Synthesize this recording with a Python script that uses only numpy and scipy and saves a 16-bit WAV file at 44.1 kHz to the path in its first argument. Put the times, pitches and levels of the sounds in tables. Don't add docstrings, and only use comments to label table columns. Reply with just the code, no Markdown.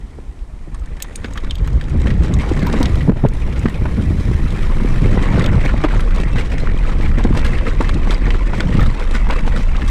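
import sys
import numpy as np
from scipy import signal
from scipy.fft import rfft, irfft, next_fast_len
from scipy.io import wavfile
from scipy.ndimage import uniform_filter1d

SR = 44100
rng = np.random.default_rng(int(sys.argv[2]) if len(sys.argv) > 2 else 0)


def transcribe(signal):
    frames = np.atleast_2d(signal).T
    limited = np.clip(frames, -1, 1)
    pcm = np.round(limited * 32767).astype(np.int16)
    wavfile.write(sys.argv[1], SR, pcm)


N = 436590


def gain_of(db):
    return 10 ** (np.asarray(db) / 20)


def evened(x):
    return x / np.sqrt(np.mean(x ** 2) + 1e-20)


def follow(rows):
    at_s, *columns = np.transpose(rows)
    t = np.arange(N) / SR
    return [np.interp(t, at_s, column) for column in columns]


def add(mix, start_s, sound):
    part = mix[round(start_s * SR):][:len(sound)]
    part += sound[:len(part)]


def coloured(x, points):
    point_hz, point_db = np.transpose(points)
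    size = next_fast_len(N)
    hz = np.fft.rfftfreq(size, 1 / SR)
    shape_db = np.interp(np.log(hz + 1), np.log(point_hz + 1), point_db, -90, -90)
    return evened(irfft(rfft(x, size) * gain_of(shape_db), size)[:N])


def lumps(length_s):
    width = max(round(length_s * SR), 2)
    smoothed = uniform_filter1d(rng.standard_normal(N), width)
    return evened(uniform_filter1d(smoothed, width))


def blotched(x, depth_db):
    spectra = signal.stft(x, nperseg=512, noverlap=384)[2]
    patches = rng.standard_normal(spectra.T.shape)
    patches = uniform_filter1d(patches, size=9, axis=0)
    patches = uniform_filter1d(patches, size=3, axis=1)
    spectra = spectra * gain_of(depth_db * evened(patches.T))
    return evened(signal.istft(spectra, nperseg=512, noverlap=384)[1][:N])


def burst(level_db, hz, t60_s, width, rise_s, noise):
    t = np.arange(len(noise)) / SR
    band = [hz / width, min(hz * width, .45 * SR)]
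    shape = gain_of(-60 * t / t60_s) * np.minimum(t / rise_s, 1)
    puff = signal.sosfilt(signal.butter(2, band, "band", fs=SR, output="sos"), noise * shape)
    return gain_of(level_db) * puff / abs(puff).max()


def rung(modes, t, weights_db, phases):
    ring = np.zeros(len(t))
    for (hz, level_db, t60_s), weight_db, phase in zip(modes, weights_db, phases):
        ring += gain_of(level_db + weight_db - 60 * t / t60_s) * np.sin(2 * np.pi * (hz * t + phase))
    return ring / abs(ring).max() * np.minimum(t / 0.00027, 1)


def grit(lo_hz, hi_hz, per_s, spread_db, count=16, ring=1):
    size_db = spread_db * np.minimum(rng.exponential(1, N), 4)
    size = gain_of(size_db) * (rng.random(N) < per_s / SR)
    kind = rng.integers(0, count, N)
    out = np.zeros(N)
    for k, hz in enumerate(np.geomspace(lo_hz, hi_hz, count)):
        turns = np.arange(round(30 * SR / hz)) * hz / SR
        cycles = ring * rng.uniform(2.34, 3.44)
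        snap = np.sin(2 * np.pi * turns) * turns * np.exp(-turns / cycles * 2)
        out += signal.oaconvolve(size * (kind == k), snap / np.linalg.norm(snap))[:N]
    return evened(out)


# start_s, crunch_db, fizz_db
ROLL_LEVELS = [(0.0, -49.5, -58), (0.47, -54, -62), (1.0, -44.5, -57.5), (1.8, -41, -51),
               (2.151, -38.5, -50.5), (2.5, -31.5, -44), (2.8, -29, -40), (3.09, -39, -48.5),
               (3.105, -44, -70), (3.14, -46, -62), (3.17, -38, -50), (3.245, -36, -54), (3.26, -43, -65),
               (3.35, -37, -49), (3.7, -34.5, -49), (4.2, -35, -44), (4.62, -31, -43.5), (5.4, -28.5, -42),
               (5.8, -32, -45), (6.6, -33.5, -46.5), (8.1, -32, -46), (9.9, -34, -45)]
# peak_s, crunch_db, fizz_db
ROUGH_PATCHES = [(2.02, -36, -45), (2.076, -29.5, -40), (2.24, -33, -42), (2.425, -32, -42),
                 (2.75, -33, -53), (2.82, -28, -48), (2.97, -35, -40), (5.19, -31, -55), (5.27, -41, -57),
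                 (5.35, -30, -54), (5.41, -22, -50), (5.46, -28, -53), (5.653, -25, -35.5),
                 (5.848, -24.5, -62), (5.96, -31, -39), (6.18, -29, -52), (6.38, -27, -39),
                 (6.53, -28.5, -40), (6.59, -46, -41), (6.692, -38, -58), (6.88, -32, -42),
                 (7.036, -26.5, -40), (7.19, -25.5, -44), (7.373, -23.5, -34.5), (7.462, -27, -38),
                 (7.545, -25.5, -40), (7.679, -24.5, -36), (7.831, -32, -37), (7.9, -31.5, -41),
                 (8.119, -27, -33.5), (8.27, -26.5, -55), (8.35, -47, -39), (8.53, -44, -59),
                 (8.6, -36, -41), (8.75, -30.5, -40), (8.812, -24.5, -44), (8.86, -38, -34),
                 (9.02, -27.5, -45), (9.151, -26, -34.5), (9.312, -24, -51), (9.38, -29, -40),
                 (9.52, -38, -57), (9.57, -28, -38), (9.77, -29.5, -55.5), (9.89, -49.5, -37.5)]
PATCH_RISE_S, PATCH_FALL_S = 0.024, 0.034


def rolling():
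    t = np.arange(0, N, 64) / SR
    at_s, *steady_db = np.transpose(ROLL_LEVELS)
    peak_s, *peak_db = np.transpose(ROUGH_PATCHES)
    late_s = t[:, None] - peak_s
    swell_db = -10 * np.where(late_s < 0, -late_s / PATCH_RISE_S, late_s / PATCH_FALL_S)
    swells = [(gain_of(db + swell_db) ** 2).sum(1) for db in peak_db]
    powers = [gain_of(np.interp(t, at_s, db)) ** 2 + swell for db, swell in zip(steady_db, swells)]
    powers.append(swells[0])
    return [np.interp(np.arange(N) / SR, t, np.sqrt(power)) for power in powers]


# start_s, share_0_to_1
STONINESS = [(0, 0.3), (.65, 0.33), (1.0, 0.8), (2.0, 0.86), (2.9, 0.62), (3.4, 0.6), (4.2, 0.47),
             (5.0, 0.57), (5.5, 0.93), (7.0, 0.66), (9.9, 0.82)]
# pitch_hz, level_db (per Hz)
CRUNCH_SPECTRUM = [(250, -26), (480, 3), (700, -6.5), (1050, 0.5), (1550, -3), (1950, 1), (2350, -2),
                   (2800, -8), (3200, -14), (3600, -14), (5000, -23)]
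FIZZ_SPECTRUM = [(2000, -51), (3100, 1), (3500, -5.5), (3900, -2.5), (4400, -8.5), (5800, -8.5),
                 (6500, -12), (7100, -12), (7900, -11.5), (9000, -14.5), (10500, -24), (12000, -29.5),
                 (14300, -27), (15500, -41)]
THRUM_SPECTRUM = [(70, -25), (120, -3.5), (200, 6), (350, 1), (550, -19), (900, -25)]
# start_s, level_db
THRUM_LEVELS = [(0, 6), (1.1, 3), (1.8, 6), (3, 7.5), (4, -2.5), (5.5, 1), (8, 2), (9.9, -3)]


def tyres():
    crunch_gain, fizz_gain, _ = rolling()
    stony = np.clip(follow(STONINESS)[0], 0, 1.5)
    ground = stony * lumps(0.0042)
    flicker_db = 3.0 * stony * lumps(0.012)
    crunch = rng.standard_normal(N) * gain_of(4.4 * ground)
    crunch += .5 * stony * grit(487.0, 3340, per_s=900, spread_db=3.0)
    fizz = rng.standard_normal(N) * gain_of(4.5 * ground + flicker_db)
    fizz += 0.51 * stony * grit(3430, 14300, per_s=330, spread_db=0.5)
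    thrum = gain_of(follow(THRUM_LEVELS)[0]) * coloured(crunch, THRUM_SPECTRUM)
    crunch = blotched(coloured(crunch, CRUNCH_SPECTRUM), depth_db=2.57)
    fizz = blotched(coloured(fizz, FIZZ_SPECTRUM), depth_db=1.9)
    return crunch_gain * (thrum + crunch) + fizz_gain * fizz


STONES_DB = -9


def stones():
    clatter = grit(737, 2790, per_s=110, spread_db=4.0, count=24, ring=1.04)
    return gain_of(STONES_DB) * rolling()[2] * clatter


SMOOTH_DB = 25


def scattered(per_s, over_db, lo_hz, hi_hz):
    slot = np.arange(int(per_s * N / SR))
    when, size, pitch = rng.random((len(slot), 3)).T
    start_s = (slot + when) / per_s
    at_s, crunch_db, _ = np.transpose(ROLL_LEVELS)
    smooth = 1 - np.interp(start_s, *np.transpose(STONINESS))
    level_db = np.interp(start_s, at_s, crunch_db) + over_db - SMOOTH_DB * smooth
    level_db += 8 * size - 4
    return list(zip(start_s, level_db, lo_hz * (hi_hz / lo_hz) ** pitch))


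# start_s, level_db, brightest_hz, jingle_db (against level_db)
CHAIN_SLAPS = [(0.7454, -26.5, 4800, -12), (0.795, -33, 6000, -20), (0.8589, -31, 5460, -14),
               (0.968, -32, 4500, -20), (1.002, -21, 3350, -16), (1.0234, -5, 7000, -13),
               (1.0467, -30, 3300, -30), (1.126, -38, 3200, -30), (1.1575, -9.5, 6800, -12),
               (1.2443, -17.5, 3300, -31), (1.2584, -24, 3300, -28), (1.3349, -21.5, 6900, -25),
               (1.3768, -12.5, 3340, -27), (1.4455, -21, 3600, -30), (1.5087, -6.5, 2830, -31),
               (1.5545, -17, 3400, -14), (1.6743, -24, 5500, -9), (1.5833, -22.5, 3360, -25),
               (1.73, -26, 4820, -25), (1.788, -42, 3300, -25), (1.812, -16.5, 3250, -24),
               (1.84, -23, 3300, -25), (1.896, -25, 5000, -19), (1.977, -32, 7000, -22),
               (2.017, -25, 5200, -25), (2.062, -25, 5000, -25), (2.103, -20, 4000, -25),
               (2.177, -33, 6200, -27), (2.535, -23, 4800, -25), (2.552, -29, 6000, -22),
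               (2.387, -23, 5500, -25), (2.234, -19, 3580, -26), (2.339, -12, 5900, -22),
               (2.496, -20, 3670, -25), (2.594, -18, 4030, -21), (2.6683, -14, 3730, -12),
               (2.7278, -11.5, 3880, -24), (2.829, -5.5, 4530, -17), (2.8567, -8, 3500, -36),
               (3.2859, -23.5, 5670, -13), (3.3358, -25, 4170, -14), (3.58, -32, 7000, -20),
               (3.593, -22, 6800, -18), (3.648, -30, 4500, -25), (3.696, -29, 8000, -8),
               (4.505, -18, 3740, -26), (5.3946, -11.5, 3930, -25), (5.4412, -7.5, 3280, -29),
               (5.422, -20, 4500, -25), (5.4612, -7, 3320, -22), (5.732, -31, 3990, -22),
               (5.9623, -28, 3560, -32), (6.006, -14.5, 3550, -15), (6.201, -14.5, 4100, -24),
               (6.581, -22, 5500, -25), (6.775, -28, 5000, -25), (6.873, -29, 4500, -25),
               (7.187, -25, 4500, -25), (7.2394, -12.5, 4150, -27), (7.373, -14, 3360, -25),
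               (7.393, -13, 3320, -29), (7.4473, -9, 4290, -20), (7.4644, -10, 3340, -27),
               (7.892, -9.5, 3230, -31), (7.9423, -14.5, 3780, -20), (8.107, -5.5, 3550, -29),
               (8.145, -20, 4540, -38), (8.139, -29, 7500, -20), (8.551, -22, 4000, -27),
               (8.827, -15, 4500, -25), (8.2824, -23, 3570, -31), (8.6045, -4.5, 3360, -44),
               (8.807, -15, 3660, -16), (8.997, -15.5, 3420, -30), (9.1103, -17, 3520, -20),
               (9.162, -19, 3750, -27), (9.3082, -9, 3570, -31), (9.7656, -16, 3570, -42)]
# pitch_hz, level_db, t60_s
LINK_MODES = [(3230, 16.5, 0.0059), (3550, -9, 0.098), (3794, 1, 0.038), (4980, -5, 0.0053),
              (5000, -29, 0.091), (6700, 7, 0.018), (7850, 9, 0.017)]
JINGLE_MODES = [(8670, 2.5, 0.035), (9600, -2.5, 0.042), (10450, 1, 0.005), (12700, 4, 0.0064),
                (14400, -2, 0.02)]
SMALL_SLAPS_PER_S, SMALL_SLAP_DB = 3.5, 7
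SLAP_T60_S, TICK_DB, TICK_T60_S = 0.022, -12.5, 0.012
RATTLE_DB, RATTLE_T60_S, RATTLE_PER_S = -24, 0.025, 670


def chain():
    out, t = np.zeros(N), np.arange(5000) / SR
    link_hz = np.transpose(LINK_MODES)[0]
    small = [(*row, -26) for row in scattered(SMALL_SLAPS_PER_S, SMALL_SLAP_DB, 2500, 3400)]
    for start_s, level_db, hz, jingle_db in CHAIN_SLAPS + small:
        noise = rng.standard_normal(len(t))
        near_db = 1.4 * rng.random(len(link_hz)) - 9.7 * abs(np.log2(link_hz / hz))
        links = gain_of(level_db - 5.5) * rung(LINK_MODES, t, near_db, rng.random(len(link_hz)))
        part_db, part_phase = rng.random((2, len(JINGLE_MODES)))
        jingle = gain_of(level_db + jingle_db) * rung(JINGLE_MODES, t, 38.0 * part_db - 4.5, part_phase)
        slap = burst(level_db - 12.0, hz, SLAP_T60_S, width=1.35, rise_s=0.0014, noise=noise)
        tick = burst(level_db + TICK_DB, 4000, TICK_T60_S, width=1.4, rise_s=0.00088, noise=noise[::-1])
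        hits = 1. * (rng.random(len(t)) < RATTLE_PER_S / SR)
        chatter = 0.38 + uniform_filter1d(hits, size=40) * 40
        loose = rng.standard_normal(len(t)) * chatter
        rattle = burst(level_db + RATTLE_DB, hz, RATTLE_T60_S, width=1.1, rise_s=0.0087, noise=loose)
        add(out, start_s, links + jingle + slap + tick)
        add(out, start_s + 0.0042, rattle)
    return out


# start_s, pitch_hz, width_hz, level_db, t60_s
SINGING_METAL = [(1.024, 9450, 380, -59.5, 1.2), (1.024, 6600, 400, -61, 2), (1.024, 7500, 250, -64, 1),
                 (1.157, 9250, 150, -61, .5), (1.157, 7550, 200, -63, .6), (1.245, 6570, 250, -62, 2),
                 (1.51, 6600, 250, -64, 1.5)]


def singing():
    out, t = np.zeros(N), np.arange(SR) / SR
    for start_s, hz, width_hz, level_db, t60_s in SINGING_METAL:
        edges_hz = [hz - width_hz / 2, hz + width_hz / 2]
        band = signal.butter(2, edges_hz, "band", fs=SR, output="sos")
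        ring = evened(signal.sosfilt(band, rng.standard_normal(SR)))
        add(out, start_s, gain_of(level_db - 60 * t / t60_s) * ring)
    return out * gain_of(3.0 * lumps(.015))


# start_s, level_db, pitch_hz, t60_s (of the ring)
FRAME_KNOCKS = [(0.39, -48, 2500, .02), (0.59, -47, 2420, .02), (0.745, -34.5, 1110, 0.059),
                (1.002, -32, 1780, 0.064), (1.02, -30, 2670, 0.028), (1.045, -31, 1490, 0.022),
                (1.154, -33, 2350, 0.019), (1.244, -22, 1490, 0.035), (1.356, -29, 1170, 0.056),
                (1.374, -19.5, 1770, 0.023), (1.445, -31, 1180, 0.041), (1.676, -25.5, 1300, 0.022),
                (1.811, -27.5, 1780, 0.03), (2.059, -23, 1110, 0.046), (2.07, -19.5, 1820, 0.037),
                (2.103, -24, 1880, 0.05), (2.081, -37, 1700, .04), (2.397, -23.5, 2150, 0.055),
                (2.412, -27.5, 2250, 0.054), (2.427, -35, 2120, 0.036), (2.44, -26, 1100, 0.026),
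                (2.735, -23, 1100, 0.034), (2.945, -25, 1530, 0.018), (2.669, -22, 950, 0.12),
                (2.812, -20.5, 955, 0.089), (2.856, -20.5, 1930, 0.023), (3.007, -23.5, 1935, 0.051),
                (3.097, -28, 1300, .025), (3.117, -32, 1220, .03), (3.249, -44, 990, 0.023),
                (3.26, -24.5, 1410, 0.026), (3.524, -31, 2230, 0.04), (3.559, -31, 2130, 0.063),
                (3.614, -35, 2580, .03), (3.7, -31.5, 1900, .05), (3.743, -32, 2490, .03),
                (3.657, -15, 1260, 0.02), (3.855, -17.5, 925, 0.017), (5.174, -19, 950, .03),
                (5.257, -21.5, 1096, 0.11), (5.378, -24, 630, 0.022), (5.395, -23, 1180, 0.083),
                (5.691, -17, 1410, 0.045), (5.838, -16.5, 1800, 0.03), (5.8408, -14, 900, 0.036),
                (5.842, -36, 2240, 0.022), (5.8453, -20, 1490, .025), (5.849, -23, 1490, 0.022),
                (5.856, -41, 1900, 0.014), (5.909, -23, 1570, 0.037), (5.937, -21, 900, .04),
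                (5.993, -23, 1330, 0.041), (5.531, -21, 1000, 0.016), (7.01, -28, 1850, 0.038),
                (8.521, -32, 1650, .03), (8.993, -22, 826, 0.023), (9.268, -21, 870, 0.024),
                (9.521, -28, 1860, 0.041), (9.748, -25, 1290, .03), (6.17, -30, 960, 0.12),
                (6.359, -18, 1230, 0.022), (6.384, -21, 1950, .04), (6.41, -23, 2200, 0.037),
                (6.581, -23, 1930, 0.023), (6.85, -25, 1300, 0.033), (6.891, -22.5, 1290, .05),
                (7.06, -18.5, 1330, 0.028), (7.19, -34, 1500, .03), (6.672, -17.5, 1350, 0.021),
                (7.249, -14.5, 745, 0.02), (7.348, -22.5, 980, .05), (7.39, -35, 620, 0.034),
                (7.428, -24, 940, 0.027), (7.446, -20.5, 1654, 0.088), (7.666, -18.5, 1280, 0.04),
                (7.807, -14.5, 934, 0.04), (7.585, -20.5, 1680, .03), (7.845, -23.5, 1800, .03),
                (7.893, -16.5, 1170, 0.014), (8.107, -20.5, 1310, 0.068), (8.256, -23.5, 1850, 0.047),
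                (8.305, -14.5, 1980, 0.02), (8.534, -16, 965, .03), (8.605, -11.5, 1500, 0.023),
                (8.726, -25, 1910, 0.097), (8.072, -21.5, 800, 0.038), (8.345, -23, 1310, 0.037),
                (8.705, -32, 2000, .03), (8.769, -23.5, 2130, 0.029), (8.793, -18, 1250, 0.036),
                (8.812, -22, 1390, 0.043), (8.86, -20, 1310, 0.032), (8.831, -21, 1320, 0.046),
                (9.15, -21, 1470, 0.1), (9.299, -15.5, 990, 0.038), (9.477, -17, 830, 0.019),
                (9.818, -19.5, 1720, 0.032)]
SMALL_KNOCKS_PER_S, SMALL_KNOCK_DB, SMALL_KNOCK_T60_S = 3, 8, 0.018


def frame():
    out, t = np.zeros(N), np.arange(5000) / SR
    scatter = scattered(SMALL_KNOCKS_PER_S, SMALL_KNOCK_DB, 895, 2120)
    small = [(*row, SMALL_KNOCK_T60_S) for row in scatter]
    for start_s, level_db, hz, t60_s in FRAME_KNOCKS + small:
        puff_noise, snap_noise = rng.standard_normal((2, len(t)))
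        fade = gain_of(level_db + 1.5 - 60 * t / t60_s) * np.minimum(t / 0.00037, 1)
        ring = fade * np.sin(2 * np.pi * hz * t)
        puff = burst(level_db + 2.5, hz, 1.9 * t60_s, width=1.56, rise_s=0.0006, noise=puff_noise)
        snap = burst(level_db - 8.0, hz, 0.011, width=2.24, rise_s=0.00018, noise=snap_noise)
        add(out, start_s, ring + puff + snap)
    return out


# start_s, level_db, settled_hz
MOUNT_JOLTS = [(0.186, -24.5, 330), (.499, -39, 600), (.674, -28, 290), (1.246, -14.5, 210),
               (1.937, -18, 212), (2.056, -8.5, 211), (2.207, -14, 268), (2.45, -22, 207),
               (2.513, -6.5, 295), (2.627, -6, 193), (2.739, -10, 420), (2.805, -2, 232), (3.009, -33, 207),
               (3.077, -7, 130), (3.084, 0, 147), (3.091, 2, 168), (3.088, -22, 486), (3.095, 1.5, 171),
               (3.097, -15, 420), (3.16, -26, 500), (3.118, -11.5, 294), (3.167, -16, 252),
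               (3.2387, 4, 126), (3.249, -1, 411), (3.2527, -0.5, 104), (3.638, -6, 99), (3.655, -1, 185),
               (3.853, -14, 230), (4.189, -26, 201), (4.313, -7, 164), (4.847, -8, 220), (5.17, -12, 230),
               (5.334, -13, 220), (5.376, -8.5, 357), (5.739, -6, 214), (5.8385, -4, 292), (5.845, -5, 290),
               (6.743, -14, 244), (7.178, -9.5, 220), (7.249, -2, 215), (7.256, -11, 335), (7.306, -5, 225),
               (6.199, -7, 169), (6.541, -12, 252), (6.635, -11, 199), (6.684, -13, 200),
               (7.001, -12.5, 238), (8.098, -10, 276), (8.22, -15, 190), (9.111, -16, 249),
               (7.804, -6.5, 243), (7.815, -16, 330), (8.279, -12, 220), (8.83, -11.5, 300),
               (8.07, -21, 460), (8.349, -15, 330), (8.601, -14, 302), (8.789, -14, 334), (9.323, -19, 530),
               (9.47, -11.5, 206)]
JOLT_T60_S = 0.054
JOLT_DROP, JOLT_DROP_S = 0.98, 0.002
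BODY_DB, BODY_SHARE = -9.5, 0.496


def mount():
    out, t = np.zeros(N), np.arange(6000) / SR
    sagging_s = t + JOLT_DROP * JOLT_DROP_S * (1 - np.exp(-t / JOLT_DROP_S))
    for start_s, level_db, hz in MOUNT_JOLTS:
        fade = gain_of(level_db - 60 * t / JOLT_T60_S)
        swing = fade * np.sin(2 * np.pi * hz * sagging_s) * np.minimum(t / 0.0011, 1)
        body = gain_of(BODY_DB) * fade * np.sin(2 * np.pi * BODY_SHARE * hz * t)
        noise = rng.standard_normal(len(t))
        edge = burst(level_db - 6.5, 1.28 * hz, 0.23 * JOLT_T60_S, width=1.7, rise_s=0.012, noise=noise)
        add(out, start_s, swing + body + edge)
    return out


# start_s, level_db, pitch_hz, t60_s
PEBBLE_PINGS = [(.82, -35, 1270, .05), (.873, -37, 1800, .04), (5.635, -22, 2200, .03),
                (8.178, -38, 3800, .04), (8.304, -22, 3110, .04), (1.488, -46, 3560, .03),
                (1.498, -29, 3600, 0.045), (1.509, -16, 3120, 0.024), (1.549, -36, 3220, .04),
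                (1.377, -30, 3130, 0.03), (1.245, -36, 5000, 0.037), (5.164, -32, 3800, .02),
                (5.409, -13, 1880, 0.029), (5.422, -22, 1290, .025), (5.441, -14.5, 3600, 0.023),
                (6.6, -31, 4100, 0.068), (6.691, -21, 1850, .04), (6.775, -26, 3120, .02),
                (6.787, -25, 2470, .04), (6.808, -28, 2080, .05), (6.873, -25, 2620, .025),
                (7.187, -24, 2000, .02), (7.366, -24, 1980, .03), (8.095, -18, 2180, .02),
                (8.107, -17, 3550, .025), (8.113, -21, 1410, .025), (8.139, -30, 4900, .015),
                (8.145, -16, 4800, 0.015), (8.151, -21, 2080, .03), (8.577, -26, 1880, .04),
                (8.599, -13, 2050, .02), (8.806, -29, 3600, 0.091)]
PING_RISE_S = 0.0007


def pings():
    out, t = np.zeros(N), np.arange(5000) / SR
    for start_s, level_db, hz, t60_s in PEBBLE_PINGS:
        fade = gain_of(level_db - 60 * t / t60_s) * np.minimum(t / PING_RISE_S, 1)
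        add(out, start_s, fade * np.sin(2 * np.pi * hz * t))
    return out


# start_s, length_s, level_db
BRAKING = [(6.1, .3, -52), (7.3, .75, -50), (8.95, .5, -49), (9.6, .4, -50)]
BRAKE_HZ, BRAKE_FADE_S = 2631, .05


def brake():
    t, held = np.arange(N) / SR, np.zeros(N)
    for start_s, length_s, level_db in BRAKING:
        inside_s = np.minimum(t - start_s, start_s + length_s - t)
        held += gain_of(level_db) * np.clip(inside_s / BRAKE_FADE_S, 0, 1)
    turns = np.cumsum(BRAKE_HZ + 8.6 * lumps(0.018)) / SR
    return held * gain_of(6.3 * lumps(0.026)) * np.sqrt(2) * np.sin(2 * np.pi * turns)


# pitch_hz, level_db (per Hz)
HISS_SPECTRUM = [(4500, -26), (5300, 11), (6100, -21), (8700, -3), (10400, 5), (11500, -9), (14600, -5),
                 (15500, -25)]
# start_s, level_db
HISS_LEVELS = [(0, -73), (2.2, -74), (2.8, -58), (3.09, -59), (3.11, -72), (3.2, -62), (3.5, -61),
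               (4.2, -58), (5.0, -56), (5.65, -72), (5.8, -87), (9.9, -95)]


def hiss():
    return gain_of(follow(HISS_LEVELS)[0]) * coloured(rng.standard_normal(N), HISS_SPECTRUM)


# start_s, buffet_db (slow swings), eddies_db (quicker)
WIND_LEVELS = [(0, -35.5, -35.5), (.5, -32.5, -35), (.82, -20.5, -29.5), (1.05, -26, -36),
               (1.3, -21.5, -26), (1.4, -17.5, -23.5), (1.7, -16.5, -19.5), (2.3, -19, -15.5),
               (2.9, -14.5, -14), (3.1, -21, -13.5), (3.2, -15, -22.5), (3.65, -19.5, -17),
               (4.3, -12.5, -13.5), (4.75, -11.5, -14.5), (5.15, -6.5, -13.5), (5.5, -11.5, -12),
               (5.85, -4.5, -18.5), (6.25, -8, -20), (6.7, -8.5, -16.5), (7.3, -8, -16), (7.7, -8.5, -19.5),
               (8.25, -5, -20), (8.6, -12.5, -21), (8.86, -2, -20.5), (8.94, -15, -28), (9.15, -5, -26.5),
               (9.5, -6.5, -24), (9.9, -6.5, -25.5)]
# centre_s, change_db, length_s
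EDDY_CHANGES = [(1.39, -0.5, 0.029), (1.612, 12, 0.018), (1.75, 5, 0.035), (1.98, 6, 0.062),
                (2.217, 7.5, 0.032), (2.33, -1.5, 0.032), (2.377, 3, 0.027), (2.97, 1, 0.027),
                (3.337, 7.5, 0.022), (3.665, 7.5, 0.014), (3.704, -8, 0.019), (4.347, 4, 0.067),
                (4.522, -3, 0.022), (4.742, -1, 0.019), (5.038, 7, 0.016), (7.27, 4, 0.046),
                (8.09, 5, 0.041), (8.31, 7.5, 0.056), (8.45, -1, 0.044), (8.795, 5, 0.11)]
# start_s, share_0_to_1
DEEP_SHARE = [(0, 0.8), (.9, 0.81), (1.4, 0.96), (2.2, 0.78), (3.1, 0.78), (4.1, 0.68), (5, 0.52),
              (6, 0.55), (7.2, 0.74), (8.5, 0.55), (9.2, 0.06), (9.9, 0.6)]
# pitch_hz, level_db (per Hz)
BUFFET_SPECTRUM = [(4.7, -37), (8.0, 1.5), (22, 11.5), (40, 7.5), (91, -19.5), (120, -46), (160, -53),
                   (260, -120)]
LARGE_EDDY_SPECTRUM = [(35, -11), (60, 1.5), (110, -10), (160, -11), (230, -54), (400, -68)]
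SMALL_EDDY_SPECTRUM = [(50, -23.5), (100, 3.5), (150, -2.5), (200, -2.5), (300, -11.5), (480, -20),
                       (700, -30.5), (1500, -40.5)]
GUST_S, BUFFET_GUST_DB, EDDY_GUST_DB = 0.082, 1, 2.5
MEMBRANE_REACH = .55


def wind():
    t = np.arange(N) / SR
    buffet_db, eddies_db = follow(WIND_LEVELS)
    buffet_db = buffet_db + BUFFET_GUST_DB * lumps(GUST_S)
    eddies_db = eddies_db + EDDY_GUST_DB * np.minimum(lumps(GUST_S), 1.5)
    for centre_s, change_db, length_s in EDDY_CHANGES:
        eddies_db += change_db * np.exp(-((t - centre_s) / length_s) ** 2)
    push = gain_of(buffet_db) * coloured(rng.standard_normal(N), BUFFET_SPECTRUM)
    buffet = MEMBRANE_REACH * np.tanh(push / MEMBRANE_REACH)
    deep = np.clip(follow(DEEP_SHARE)[0], 0, 1)
    large = coloured(rng.standard_normal(N), LARGE_EDDY_SPECTRUM)
    small = coloured(rng.standard_normal(N) * gain_of(3.7 * lumps(0.016)), SMALL_EDDY_SPECTRUM)
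    return buffet + gain_of(eddies_db) * (np.sqrt(deep) * large + np.sqrt(1 - deep) * small)


# peak_s, level_db, swing_hz
WIND_PUFFS = [(.042, -17, 45), (.2, -26, 60), (.295, -16, 45), (0.424, -14, 37.4), (.535, -19, 40),
              (.74, -19, 35), (0.816, -15, 45), (1.21, -18.5, 60), (1.384, -12, 45), (1.62, -5.5, 49.6),
              (1.76, -7, 60), (1.911, -16, 70)]
PUFF_TURNS = 0.57


def puffs():
    t, out = np.arange(3 * SR) / SR, np.zeros(N)
    for peak_s, level_db, hz in WIND_PUFFS:
        turns = hz * (t - peak_s)
        swell = gain_of(level_db) * np.exp(-(turns / PUFF_TURNS) ** 2)
        add(out, 0, swell * np.cos(2 * np.pi * (turns + rng.random())))
    return out


# pitch_hz, level_db (per Hz)
AIR_SPECTRUM = [(180, -12), (300, 0.5), (439, -5), (517, -8), (794, -6.5), (4280, -28), (8560, -25.5),
                (11700, -39.5), (13500, -46), (15500, -80)]
AIR_DB = -48.5


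def air():
    return gain_of(AIR_DB) * coloured(rng.standard_normal(N), AIR_SPECTRUM)


def scene():
    ground = tyres() + stones() + hiss()
    bike = chain() + singing() + frame() + mount() + pings() + brake()
    weather = wind() + puffs() + air()
    return (ground + bike + weather)[None]


EDGE_HZ = 15350


def record(dry):
    rounded = 0.98 * np.tanh(dry / 1.178)
    lowpass = signal.firwin(511, EDGE_HZ, window=("kaiser", 9), fs=SR)
    return signal.oaconvolve(rounded, lowpass[None], "same")


dry = scene()
out = record(dry)
transcribe(out)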